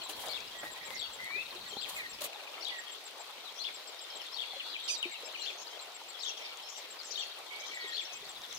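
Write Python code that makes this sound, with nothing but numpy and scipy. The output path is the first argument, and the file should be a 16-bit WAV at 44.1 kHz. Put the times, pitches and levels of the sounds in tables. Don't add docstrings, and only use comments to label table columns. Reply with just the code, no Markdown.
import sys
import numpy as np
from scipy import signal
from scipy.io import wavfile
from scipy.ndimage import uniform_filter1d

SR = 44100
rng = np.random.default_rng(int(sys.argv[2]) if len(sys.argv) > 2 else 0)


def int16_out(signal):
    q = np.round(np.clip(np.atleast_2d(signal).T, -1, 1) * 32767)
    wavfile.write(sys.argv[1], SR, q.astype(np.int16))


def rack_gain(trim_db):
    fader = np.asarray(trim_db, float)
    return 10 ** (fader / 20)


N = 378378


def evened(x):
    return x / np.sqrt(np.mean(x ** 2) + 1e-20)


def drift(count, size):
    once = uniform_filter1d(rng.standard_normal(count), size=size)
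    return evened(uniform_filter1d(once, size=size))


def read(points, hz):
    f, value = np.transpose(points)
    return np.interp(np.log(hz + 1), np.log(f + 1), value)


def curve(rows, axis=1):
    rows = np.array(rows)
    return np.interp(np.arange(N) / SR, rows[:, 0], rows[:, axis])


def add(mix, s, sound):
    part = mix[..., max(round(s * SR), 0):][..., :sound.shape[-1]]
    part += sound[..., :part.shape[-1]]


def sides(db):
    return rack_gain([[db], [-db]])


def placed(x, pan_db, lag):
    left = x * rack_gain(pan_db / 2)
    right = np.roll(x, round(lag)) * rack_gain(-pan_db / 2)
    return np.array([left, right])


def bursts(rows, taper, skew=1):
    out = np.zeros((len(rows[0]) - 2, N))
    for s, length, *db in rows:
        u = np.linspace(0, 1, int(length * SR))
        shape = np.interp(u ** skew, u, signal.windows.tukey(len(u), taper))
        add(out, s, rack_gain(np.array(db))[:, None] * shape)
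    return out


def hiss(spectrum, patchy_db, flicker_db):
    # (frequency [Hz], correlation [-1 to 1])
    likeness = [(100, 0.6), (600, 0.53), (1400, 0.49), (3000, -0.15), (15000, 0.18)]
    frames, hz = N // 128 + 5, np.fft.rfftfreq(512, 1 / SR)
    a, b, c, d, patches = rng.standard_normal((frames, 257, 5)).T
    patches = uniform_filter1d(patches, size=6, axis=0)
    patches = evened(uniform_filter1d(patches, size=16, axis=1))
    flicker = evened(uniform_filter1d(rng.standard_normal(frames), size=5))
    shared = read(likeness, hz)[:, None]
    left = a + 1j * b
    right = shared * left + np.sqrt(1 - shared ** 2) * (c + 1j * d)
    patch_level = patchy_db * patches / (1 + (hz[:, None] / 5000) ** 2)
    z = np.array([left, right]) * rack_gain(read(spectrum, hz)[:, None] + patch_level + flicker_db * flicker)
    return evened(signal.istft(z, nperseg=512, noverlap=384)[1][:, :N])


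def note(length, start_hz, middle_hz, end_hz, db, flutter_db=8.0, wobble=0):
    u = np.arange(int(length * SR)) / (length * SR)
    hz = start_hz * (1 - u) * (1 - 2 * u) + 4 * middle_hz * u * (1 - u) + end_hz * u * (2 * u - 1)
    flutter = drift(len(u), 90)
    flutter = evened(flutter - flutter.mean())
    edge = np.minimum(np.minimum(u, 1 - u) * length / (0.0028 + 0.031 * length), 1)
    turns = np.cumsum(hz * (1 + wobble * flutter[::-1])) / SR
    return rack_gain(db + flutter_db * flutter) * np.sqrt(2) * edge * np.sin(2 * np.pi * turns)


def warbler():
    # (offset [s], length [s], start [Hz], middle [Hz], end [Hz], level [dB])
    slow_phrase = [
        (-.062, 0.0112, 4620, 5020, 5400, -12.5),
        (-.053, 0.024, 5310, 5430, 5300, -16),
        (-.047, 0.0147, 3890, 4240, 4600, -9),
        (-.032, 0.019, 4570, 4470, 4300, -11.5),
        (-.019, 0.012, 4280, 3720, 3770, -3.5),
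        (-.001, 0.0274, 3025, 3400, 3750, -4),
        (.026, .013, 3500, 3250, 3200, -4),
        (.037, 0.0198, 3160, 2782, 2710, -11),
        (.015, 0.028, 4500, 4470, 4330, -16.5),
    ]
    quick_phrase = [
        (-.075, 0.027, 3100, 3470, 4120, -5.5),
        (-.052, 0.0376, 4093, 4270, 4240, -2),
        (-.019, 0.014, 4300, 4760, 4960, -4.5),
        (-.013, 0.0121, 4000, 3240, 2500, 1.5),
        (-.05, 0.039, 3900, 4037, 4000, -4.5),
        (-.002, .017, 3060, 3480, 3720, 3.5),
        (.015, 0.015, 3520, 3298, 3090, 3.5),
        (.027, .021, 2900, 2440, 2000, -5),
    ]
    # (time [s], level [dB], stretch [ratio], pitch [ratio])
    slow_sung = [
        (1.011, -32, 0.95, 1.02),
        (2.666, -30.5, 0.94, 1.025),
        (4.385, -31, 1.05, 1.015),
        (6.25, -31, 0.98, .995),
        (7.175, -31, 1.14, 0.98),
    ]
    quick_sung = [
        (0.343, -38.5, 0.96, 1.045),
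        (1.822, -38.5, 0.89, 1.005),
        (3.65, -37, 0.88, 1.04),
        (5.467, -38, .98, 1.01),
        (7.977, -37, 0.96, 1.014),
    ]
    out = np.zeros(N)
    for phrase, sung in (slow_phrase, slow_sung), (quick_phrase, quick_sung):
        for s, sung_db, stretch, pitch in sung:
            for offset, length, *hz, db in phrase:
                sound = note(length * stretch, *np.multiply(hz, pitch), db + sung_db,
                             flutter_db=3.5, wobble=0.009)
                add(out, s + offset * stretch, sound)
    return out


def falling_chips():
    # (time [s], start [Hz], end [Hz], level [dB])
    lone = [(4.035, 3880, 3540, -51), (4.15, 4500, 3180, -46.5), (4.197, 3460, 2800, -45.5),
            (4.267, 3950, 3200, -49), (4.425, 3130, 1980, -48), (5.3, 4040, 3400, -51),
            (5.341, 3380, 2260, -40.5), (1.99, 4300, 3650, -51), (2.341, 4100, 3460, -50),
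            (4.003, 3300, 2900, -65), (4.123, 4390, 3910, -52), (5.2, 3670, 2850, -56),
            (0.011, 3560, 2550, -46.5), (4.596, 3400, 2310, -40.5)]
    # (first [s], last [s], mean gap [s], slowing [0-1], level [dB])
    trills = [(1.25, 1.769, .052, 0.04, -47.5), (1.933, 2.058, .056, 0.26, -51),
              (2.117, 2.758, .07, 0.05, -48), (3.757, 4.215, .116, 0, -48),
              (4.74, 5.026, .141, 0.01, -36.5), (6.368, 6.838, .079, 0.15, -50),
              (7.356, 8.073, .18, 0.05, -50), (8.21, 8.506, .075, 0, -46.5), (3.888, 4.241, .116, 0, -58)]
    # (start [Hz], end [Hz], length [s])
    trill_chips = [(4550, 3650, 0.0204), (4500, 3900, 0.0208), (3200, 2200, 0.0187), (5800, 4600, 0.014),
                   (3200, 2300, 0.03), (4000, 2500, 0.025), (3255, 2600, 0.023), (4100, 3300, 0.0237),
                   (3400, 2900, 0.016)]
    shy_start_db, uneven_db = -3, 1.2
    rows = [(s, start_hz, end_hz, .025, db) for s, start_hz, end_hz, db in lone]
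    for (first, last, gap, slowing, db), chip in zip(trills, trill_chips):
        for u in np.linspace(0, 1, round((last - first) / gap) + 1):
            s = first + (last - first) * (u - slowing * u * (1 - u))
            chip_db = db + shy_start_db * (1 - u) ** 3 + uneven_db * rng.standard_normal()
            rows.append((s, *chip, chip_db))
    out = np.zeros(N)
    for s, start_hz, end_hz, length, db in rows:
        add(out, s, note(length, start_hz, .48 * (start_hz + end_hz), end_hz, db, flutter_db=3.5))
    return placed(out, 7.9, 9.2) * rack_gain(5.5)


def thin_calls():
    # (length [s], start [Hz], middle [Hz], end [Hz])
    seep = (.03, 7520, 7610, 7270)
    # (first [s], last [s], level [dB])
    series = [(0.587, 1.134, -51), (1.686, 2.0966, -51), (2.7841, 3.198, -51), (3.742, 4.157, -51.5),
              (4.842, 5.404, -50.5), (5.813, 6.231, -50.5), (6.774, 7.189, -51), (7.747, 8.294, -51.5)]
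    gap_s, hurry, settle = .138, 0.074, 0.22
    out = np.zeros(N)
    for first, last, db in series:
        gaps = 1 - hurry * settle ** np.arange(round((last - first) / gap_s))
        steps = np.cumsum(np.r_[0, gaps])
        for s in first + (last - first) * steps / steps[-1]:
            add(out, s - .004, note(*seep, db - 3.0, flutter_db=2.5))
    add(out, .0368 - .004, note(*seep, -52.5, flutter_db=1.0))
    return placed(out, 8.4, 5.2) * rack_gain(2.0)


def whistles(rows, flutter_db):
    out = np.zeros(N)
    for s, length, start_hz, end_hz, db in rows:
        middle_hz = (start_hz + end_hz) / 2
        add(out, s - .003, note(length + 0.00716, start_hz, middle_hz, end_hz, db, flutter_db=flutter_db))
    return out


def arches():
    # (time [s], length [s], pitch [Hz], level [dB])
    calls = [(5.613, 0.025, 1084, -52), (5.702, 0.021, 1090, -57), (6.268, 0.031, 1130, -48.5),
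             (6.369, 0.028, 986, -53), (6.686, 0.022, 1136, -47), (7.107, 0.025, 1000, -43.5),
             (7.595, 0.0234, 1057, -49.5), (7.66, 0.028, 1026, -51), (8.12, 0.029, 1040, -50.5)]
    out = np.zeros(N)
    for s, length, hz, db in calls:
        for k in range(4, 9):
            beak_db = -7 * ((k * hz - 6000) / 1000) ** 2
            add(out, s, note(length, .86 * k * hz, k * hz, .93 * k * hz, db + beak_db, flutter_db=3))
    return out


def riser():
    # (time [s], pitch [Hz], level [dB])
    climb = [
        (1.2, 2050, -48),
        (1.258, 2126, -51),
        (1.322, 2300, -42.5),
        (1.35, 2383, -37.5),
        (1.39, 2560, -37.5),
        (1.42, 2720, -43),
        (1.437, 2750, -60),
    ]
    t = np.arange(N) / SR
    level = rack_gain(curve(climb, axis=2) + 0.83 * drift(N, 150))
    sounding = (t > climb[0][0]) & (t < climb[-1][0])
    return np.sqrt(2) * level * sounding * np.sin(2 * np.pi * np.cumsum(curve(climb)) / SR)


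def left_birds():
    # (time [s], length [s], start [Hz], end [Hz], level [dB])
    glides = [(.29, 0.066, 2300, 2200, -54), (.39, 0.045, 2250, 2750, -54), (.44, 0.06, 2800, 2880, -56),
              (.872, 0.055, 2330, 1980, -51.5), (2.948, 0.017, 3320, 3730, -51),
              (2.966, 0.018, 3670, 4800, -56), (2.983, .012, 3600, 4220, -59),
              (3.455, 0.029, 4100, 3630, -48), (3.488, 0.011, 3000, 3550, -48.5),
              (3.562, 0.034, 5400, 6100, -52), (4.47, 0.18, 3410, 3380, -52), (4.65, 0.14, 3390, 3370, -56),
              (5.118, 0.02, 2280, 2140, -47.5), (5.144, 0.02, 2910, 2560, -45),
              (5.274, 0.027, 2090, 4000, -51.5), (5.667, 0.015, 3720, 5060, -48),
              (5.684, 0.013, 4700, 3320, -57), (5.73, 0.041, 3050, 3520, -53),
              (5.375, 0.082, 2940, 2750, -50), (2.57, .015, 1610, 2510, -52),
              (5.045, 0.021, 2300, 2300, -55), (3.93, 0.029, 3690, 3690, -52.5)]
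    faint = [(1.0, 0.079, 4500, 4500, -53), (7.169, 0.072, 4440, 4420, -50),
             (7.24, 0.055, 4430, 4350, -52.5), (5.484, 0.02, 3300, 3280, -55),
             (0.014, 0.062, 4360, 3960, -54), (5.792, 0.017, 3760, 4540, -49),
             (5.242, 0.031, 5340, 5180, -51.5), (6.097, 0.037, 4260, 4520, -56),
             (0.27, 0.04, 4800, 4800, -53), (0.472, 0.0085, 4280, 5460, -50),
             (8.245, .025, 4360, 4510, -52), (5.755, .025, 3320, 2500, -56), (0.83, .02, 4800, 5600, -57),
             (1.705, 0.012, 3250, 3100, -47), (1.732, .012, 3250, 3100, -46),
             (2.133, 0.016, 5700, 4600, -51), (2.152, 0.011, 5200, 4470, -61),
             (3.91, 0.012, 5500, 3900, -58), (4.54, 0.064, 4100, 4125, -55),
             (4.699, 0.041, 4800, 4670, -52), (4.786, 0.14, 3723, 3750, -50),
             (4.951, 0.16, 3780, 3736, -51), (5.38, .015, 5900, 6300, -56), (5.59, 0.029, 6260, 6870, -55),
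             (6.442, 0.025, 4670, 4550, -51), (6.991, 0.016, 4910, 4790, -49), (7, 0.018, 4700, 4000, -47),
             (7.31, 0.016, 3800, 3720, -52), (7.48, .03, 3780, 3770, -57), (7.552, 0.01, 4000, 4770, -50),
             (7.554, 0.0096, 4000, 3550, -51), (7.607, 0.019, 3060, 3600, -55),
             (7.678, 0.024, 3090, 3470, -52), (8.049, 0.019, 5260, 5900, -49),
             (8.547, 0.014, 6150, 6380, -48.5)]
    # (time [s], pitch [Hz], level [dB])
    pips = [(1.806, 4800, -51), (3.594, 4120, -47), (6.283, 5750, -46), (6.761, 5800, -54),
            (7.21, 5760, -52), (7.661, 3830, -53), (7.836, 3770, -53), (7.875, 3340, -50),
            (7.961, 4400, -47.5)]
    # (time [s], length [s], top [Hz], level [dB])
    hooks = [
        (2.866, .022, 3320, -48),
        (2.892, 0.019, 3280, -48),
        (6.14, 0.0257, 3400, -47.5),
        (6.168, .022, 3360, -50),
    ]
    out = whistles(glides, 2.7) + arches() + riser()
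    level_pips = [(s, 0.022, hz, hz, db) for s, hz, db in pips]
    out += whistles(level_pips, 3.2) + whistles(faint, 3.2)
    for s, length, top_hz, db in hooks:
        add(out, s, note(length, .95 * top_hz, top_hz, 0.81 * top_hz, db, flutter_db=0.0))
    return out


def ahead_birds():
    # (time [s], length [s], start [Hz], end [Hz], level [dB])
    glides = [(.645, 0.068, 1917, 1897, -47), (1.189, 0.13, 2013, 1945, -44.5),
              (7.35, 0.057, 3020, 2130, -60), (7.73, 0.21, 1980, 1853, -48), (7.705, 0.17, 2296, 2170, -48),
              (1.962, .048, 2500, 2400, -42), (2.008, 0.061, 2370, 1790, -44.5),
              (6.02, .025, 3650, 2900, -53), (6.045, .05, 2880, 2400, -60), (6.39, 0.16, 2420, 2280, -52),
              (8.1, 0.078, 2570, 2560, -50)]
    return placed(whistles(glides, 4.2), 1.5, 7.8) * rack_gain(-2.0)


def right_birds():
    # (time [s], length [s], start [Hz], end [Hz], level [dB])
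    glides = [(.55, 0.082, 1963, 1880, -55), (.762, 0.027, 1880, 2010, -55), (.808, 0.053, 1880, 1900, -59),
              (.812, 0.031, 2020, 2073, -56), (.93, 0.043, 2120, 2044, -49.5),
              (1.345, 0.049, 1960, 2110, -53), (1.662, 0.032, 1977, 1894, -56.5),
              (1.965, 0.0456, 2250, 1814, -51), (2.706, 0.101, 2020, 1842, -51),
              (6.417, 0.059, 5400, 5400, -59.5), (6.63, 0.056, 5350, 5400, -60),
              (7.5, 0.16, 2217, 2325, -53)]
    return placed(whistles(glides, 3.9), -10.0, -7.5) * rack_gain(1.0)


def squeak():
    # (time [s], pitch [Hz], level [dB])
    arch = [
        (4.878, 947, -44),
        (4.89, 1140, -42),
        (4.905, 1217, -38.5),
        (4.922, 1237, -38.5),
        (4.94, 1210, -40),
        (4.953, 1120, -38.5),
        (4.964, 940, -43),
    ]
    # (multiple of pitch, level [dB])
    overtones = [(2, -16), (3, -20), (4, 2), (5, 1), (6, -7), (7, -10), (8, -17), (9, -13), (10, -24),
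                 (11, -28), (12, -25)]
    start, end = arch[0][0], arch[-1][0]
    turns = (np.cumsum(curve(arch)) / SR)[int(start * SR):int(end * SR)]
    out = np.zeros(N)
    for k, db in overtones:
        rasp_db = 2.5 * drift(len(turns), 50)
        dulling_db = 1.4 * k * np.linspace(0, 1, len(turns)) ** 2
        wave = np.cos(2 * np.pi * (k * turns + rng.random()))
        add(out, start, rack_gain(db + rasp_db - dulling_db) * wave)
    return placed(rack_gain(curve(arch, axis=2)) * out, -11.5, -2)


def trees(x, t60=0.43):
    taps = np.zeros((2, SR // 2))
    slots = np.arange(150, SR // 2 - 20, 20)
    at = slots + rng.integers(0, 20, (2, len(slots)))
    np.put_along_axis(taps, at, rng.choice([-1., 1.], at.shape), 1)
    taps *= rack_gain(-60 * np.arange(SR // 2) / SR / t60)
    return signal.fftconvolve(x[None], taps / np.linalg.norm(taps[0]), axes=1)[:, :N]


def feet():
    # (time [s], peak [dB], pitch [Hz])
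    thuds = [(0.089, -42, 760), (0.188, -52, 1060), (0.238, -39.5, 965), (1.306, -42, 1100),
             (1.359, -47, 396), (1.552, -46.5, 365), (1.768, -39.5, 813), (2.214, -39.5, 600),
             (2.357, -43.5, 825), (4.534, -42, 764), (5.054, -39, 353), (5.231, -44.5, 480),
             (6.015, -43, 898), (7.61, -49, 600), (7.841, -47.5, 400), (0.061, -41, 1040), (0.09, -50, 310),
             (0.633, -50, 314), (1.728, -48, 420), (2.242, -40.5, 580), (.631, -43, 675),
             (0.9027, -46, 530), (1.309, -41, 1840), (4.369, -57, 655), (4.565, -45, 551),
             (5.553, -49, 700), (6.427, -53, 940), (7.107, -51, 470), (8.226, -50.5, 410)]
    # (time [s], length [s], hiss [dB], body [dB])
    scuffs = [
        (.087, 0.058, -48, -43),
        (.13, 0.3, -47.5, -48.5),
        (.628, 0.051, -53, -42),
        (.85, 0.16, -55, -50.5),
        (1.52, 0.059, -58, -51),
        (1.86, 0.19, -45.5, -51.5),
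        (2.203, 0.04, -38.5, -45),
        (2.228, 0.06, -39.5, -46),
        (2.3, 0.61, -63.5, -55),
    ]
    # (frequency [Hz], density [dB per Hz])
    crisp = [(1180, -48), (2000, -6), (3400, 6.5), (5540, -3), (6940, 0.5), (15700, -2), (16100, -40)]
    dull = [(200, -25.0), (500, -1.5), (1100, -2.5), (2500, -12.5), (6000, -44)]  # (Hz, dB per Hz)
    t, knocks = np.arange(2000) / SR, np.zeros(N)
    for s, db, hz in thuds:
        knock = np.sin(2 * np.pi * hz * t) + 0.13 * drift(len(t), 16)
        add(knocks, s, rack_gain(db + 4.0) * knock * np.exp(-t * hz / 5.1) * (1 - np.exp(-t * hz / 0.4)))
    knocks = signal.sosfilt(signal.butter(3, 200, "high", fs=SR, output="sos"), knocks)
    top, body = bursts(scuffs, 0.79, skew=0.63)
    scuffing = top * hiss(crisp, 3.4, 3.8) * sides(1.5) + body * hiss(dull, 4.4, 2.1)
    return placed(knocks, .5, 1.2) + scuffing


def snaps():
    # (time [s], peak [dB], pitch [Hz], left-right [dB])
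    breaks = [
        (.9058, -27.5, 2700, 6),
        (1.7695, -38, 325, 0),
        (1.912, -42, 1500, 0),
        (5.339, -38, 1674, -1),
    ]
    out = np.zeros((2, N))
    for s, db, hz, pan_db in breaks:
        u = np.arange(-2, 6, hz / SR)
        push = np.exp(-(1.94 * u) ** 2) * np.sin(2 * np.pi * u)
        push += .3 * np.exp(-(1.5 * (u - 1.6)) ** 2) * np.sin(2.6 * np.pi * u)
        add(out, s - 2 / hz, rack_gain(db + 1) * sides(pan_db / 2) * -push)
    return out


def drips(per_s=70):
    # (time [s], peak [dB], left-right [dB])
    clear = [(0.09, -38, 20), (0.2848, -30, 14), (0.3887, -39, -5.0), (0.406, -29.5, 0), (.036, -42, 7),
             (.124, -43, 5), (.674, -45, 0), (.696, -43, 0), (.577, -44, 0), (.9055, -42, 5),
             (1.2451, -31.5, 3), (.2698, -36, 7), (2.061, -41, 0.5), (3.041, -37, 0.5), (3.111, -38, -3),
             (3.276, -40, 3), (6.1325, -40, -4), (6.573, -34, 13), (8.317, -36, 0.5), (8.4188, -31.5, 5),
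             (2.2103, -34, 11), (2.5336, -39, 0.5), (2.6479, -34, 0.5), (2.6845, -33, -1.5),
             (4.1729, -34, -0.5), (4.267, -36, 0.5), (4.8718, -40, -4.0), (5.028, -31.5, -13),
             (5.328, -44, 17), (5.9209, -36, -1.0), (6.558, -40, 2), (6.8289, -45, -11), (6.8887, -45, -3),
             (7.034, -32, -1), (7.2409, -32, 1.5), (7.39, -36.5, -3), (7.5627, -37, -4.5), (7.748, -37, 3),
             (8.528, -31.5, 16)]
    t, out = np.arange(200) / SR, np.zeros((2, N))
    for s, db, pan_db in clear:
        hz = rng.uniform(4900, 9700)
        tick = np.sin(2 * np.pi * hz * t) * np.exp(-t / .00022) * (1 - np.exp(-t / .0001))
        add(out, s, rack_gain(db + 6) * sides(pan_db / 2) * tick)
    for hz in (5400, 6640, 7560, 9660):
        falls = rng.random((2, N)) < per_s / 4 / SR
        size = falls * rack_gain(-45 + 3.0 * np.minimum(rng.exponential(1, (2, N)), 4))
        tick = np.sin(2 * np.pi * hz * t) * np.exp(-t / 0.00026)
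        out += signal.oaconvolve(size, tick[None])[:, :N]
    return out


def flock(level, low_hz, span_hz, per_s, wet):
    out = np.zeros((2, N))
    for when, pitch, glide, long, size, side in rng.random((1500, 6))[:int(per_s * N / SR)]:
        hz = low_hz + span_hz * pitch ** 1.3
        start_hz, end_hz = hz * (1.12 - 0.232 * glide), hz * (0.815 + 0.294 * glide)
        chirp = note(.01 + .02 * long, start_hz, hz * 1.03, end_hz, -8 * size, flutter_db=5.0)
        add(out[int(side > .75)], when * N / SR, chirp)
    blur = wet * trees(out.sum(0), t60=0.21) * sides(1.5)
    return level * evened(out + 0.19 * out[::-1] + blur)


def far_birds():
    # (time [s], level [dB])
    swell = [(0.0, -50), (2.2, -57.5), (3.0, -56), (3.85, -57.5), (4.2, -52.5), (4.73, -47.5), (5.2, -52),
             (6.05, -62.5), (6.33, -49), (6.81, -59), (7.77, -51), (8.58, -59.5)]
    # (time [s], length [s], level [dB])
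    chatter = [(.94, 0.032, -49.5), (1.68, 0.13, -56), (2.6, 0.11, -63), (3.55, 0.075, -55),
               (4.3, 0.07, -68), (5.22, 0.091, -59), (5.36, 0.22, -54), (5.56, 0.098, -53),
               (6.17, 0.17, -51.5), (6.63, 0.21, -52.5), (6.97, 0.34, -53), (7.55, 0.33, -56.5),
               (7.86, 0.25, -55.5), (8.44, 0.47, -50)]
    chorus = flock(rack_gain(curve(swell) + 1.0), 3050, 1257.0, 110, wet=1.24)
    return chorus + flock(bursts(chatter, 0.61), 5000, 1985, 115, wet=0.83)


def air():
    # (frequency [Hz], density [dB per Hz])
    leaves = [(120, -17.5), (200, -25.5), (410, -1.5), (760, 1), (1400, -3), (1650, -6), (1940, -3),
              (3500, -0.5), (4500, -3), (5400, -8), (8000, -16), (11000, -19.5), (15500, -17.5),
              (15950, -36)]
    return rack_gain(-48.5) * sides(1.2) * hiss(leaves, 2.31, 1.0)


def rumble():
    # (frequency [Hz], density [dB per Hz])
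    low = [(25, -27), (70, -12.5), (150, -11.5), (300, -8), (500, -21.5)]
    # (time [s], level [dB])
    course = [(0, -59), (2.27, -59.5), (2.29, -125), (8.08, -125), (8.14, -66), (8.58, -58)]
    return rack_gain(curve(course)) * hiss(low, 2.5, 1.0)


def scene():
    song, chips, left, nasal = warbler(), falling_chips(), left_birds(), squeak()
    birds = placed(left, 18.7, 5.26) * rack_gain(-5.5) + ahead_birds() + right_birds()
    birds += placed(song, 16.2, 8.8) * rack_gain(-9) + chips * rack_gain(-8)
    birds += rack_gain([[-10], [-13]]) * trees(song, t60=0.32)
    birds += rack_gain([[-13], [-17]]) * trees(song, t60=0.09)
    birds += rack_gain(-10) * trees(.3 * chips[0] + left * .5, t60=.1)
    echoes = rack_gain([[-2.5], [-6]]) * trees(birds.mean(0), t60=0.48)
    echoes += rack_gain(-8) * trees(nasal.mean(0), t60=.2)
    near = birds + thin_calls() + nasal + echoes + far_birds() + drips() + air() + feet()
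    wind_filter = signal.butter(4, 150, "high", fs=SR, output="sos")
    return signal.sosfilt(wind_filter, near) + snaps() + rumble()


def roll_off(x):
    return signal.sosfilt(signal.butter(12, 15830, fs=SR, output="sos"), x)


def record(dry):
    return roll_off(dry)


dry = scene()
out = record(dry)
int16_out(out)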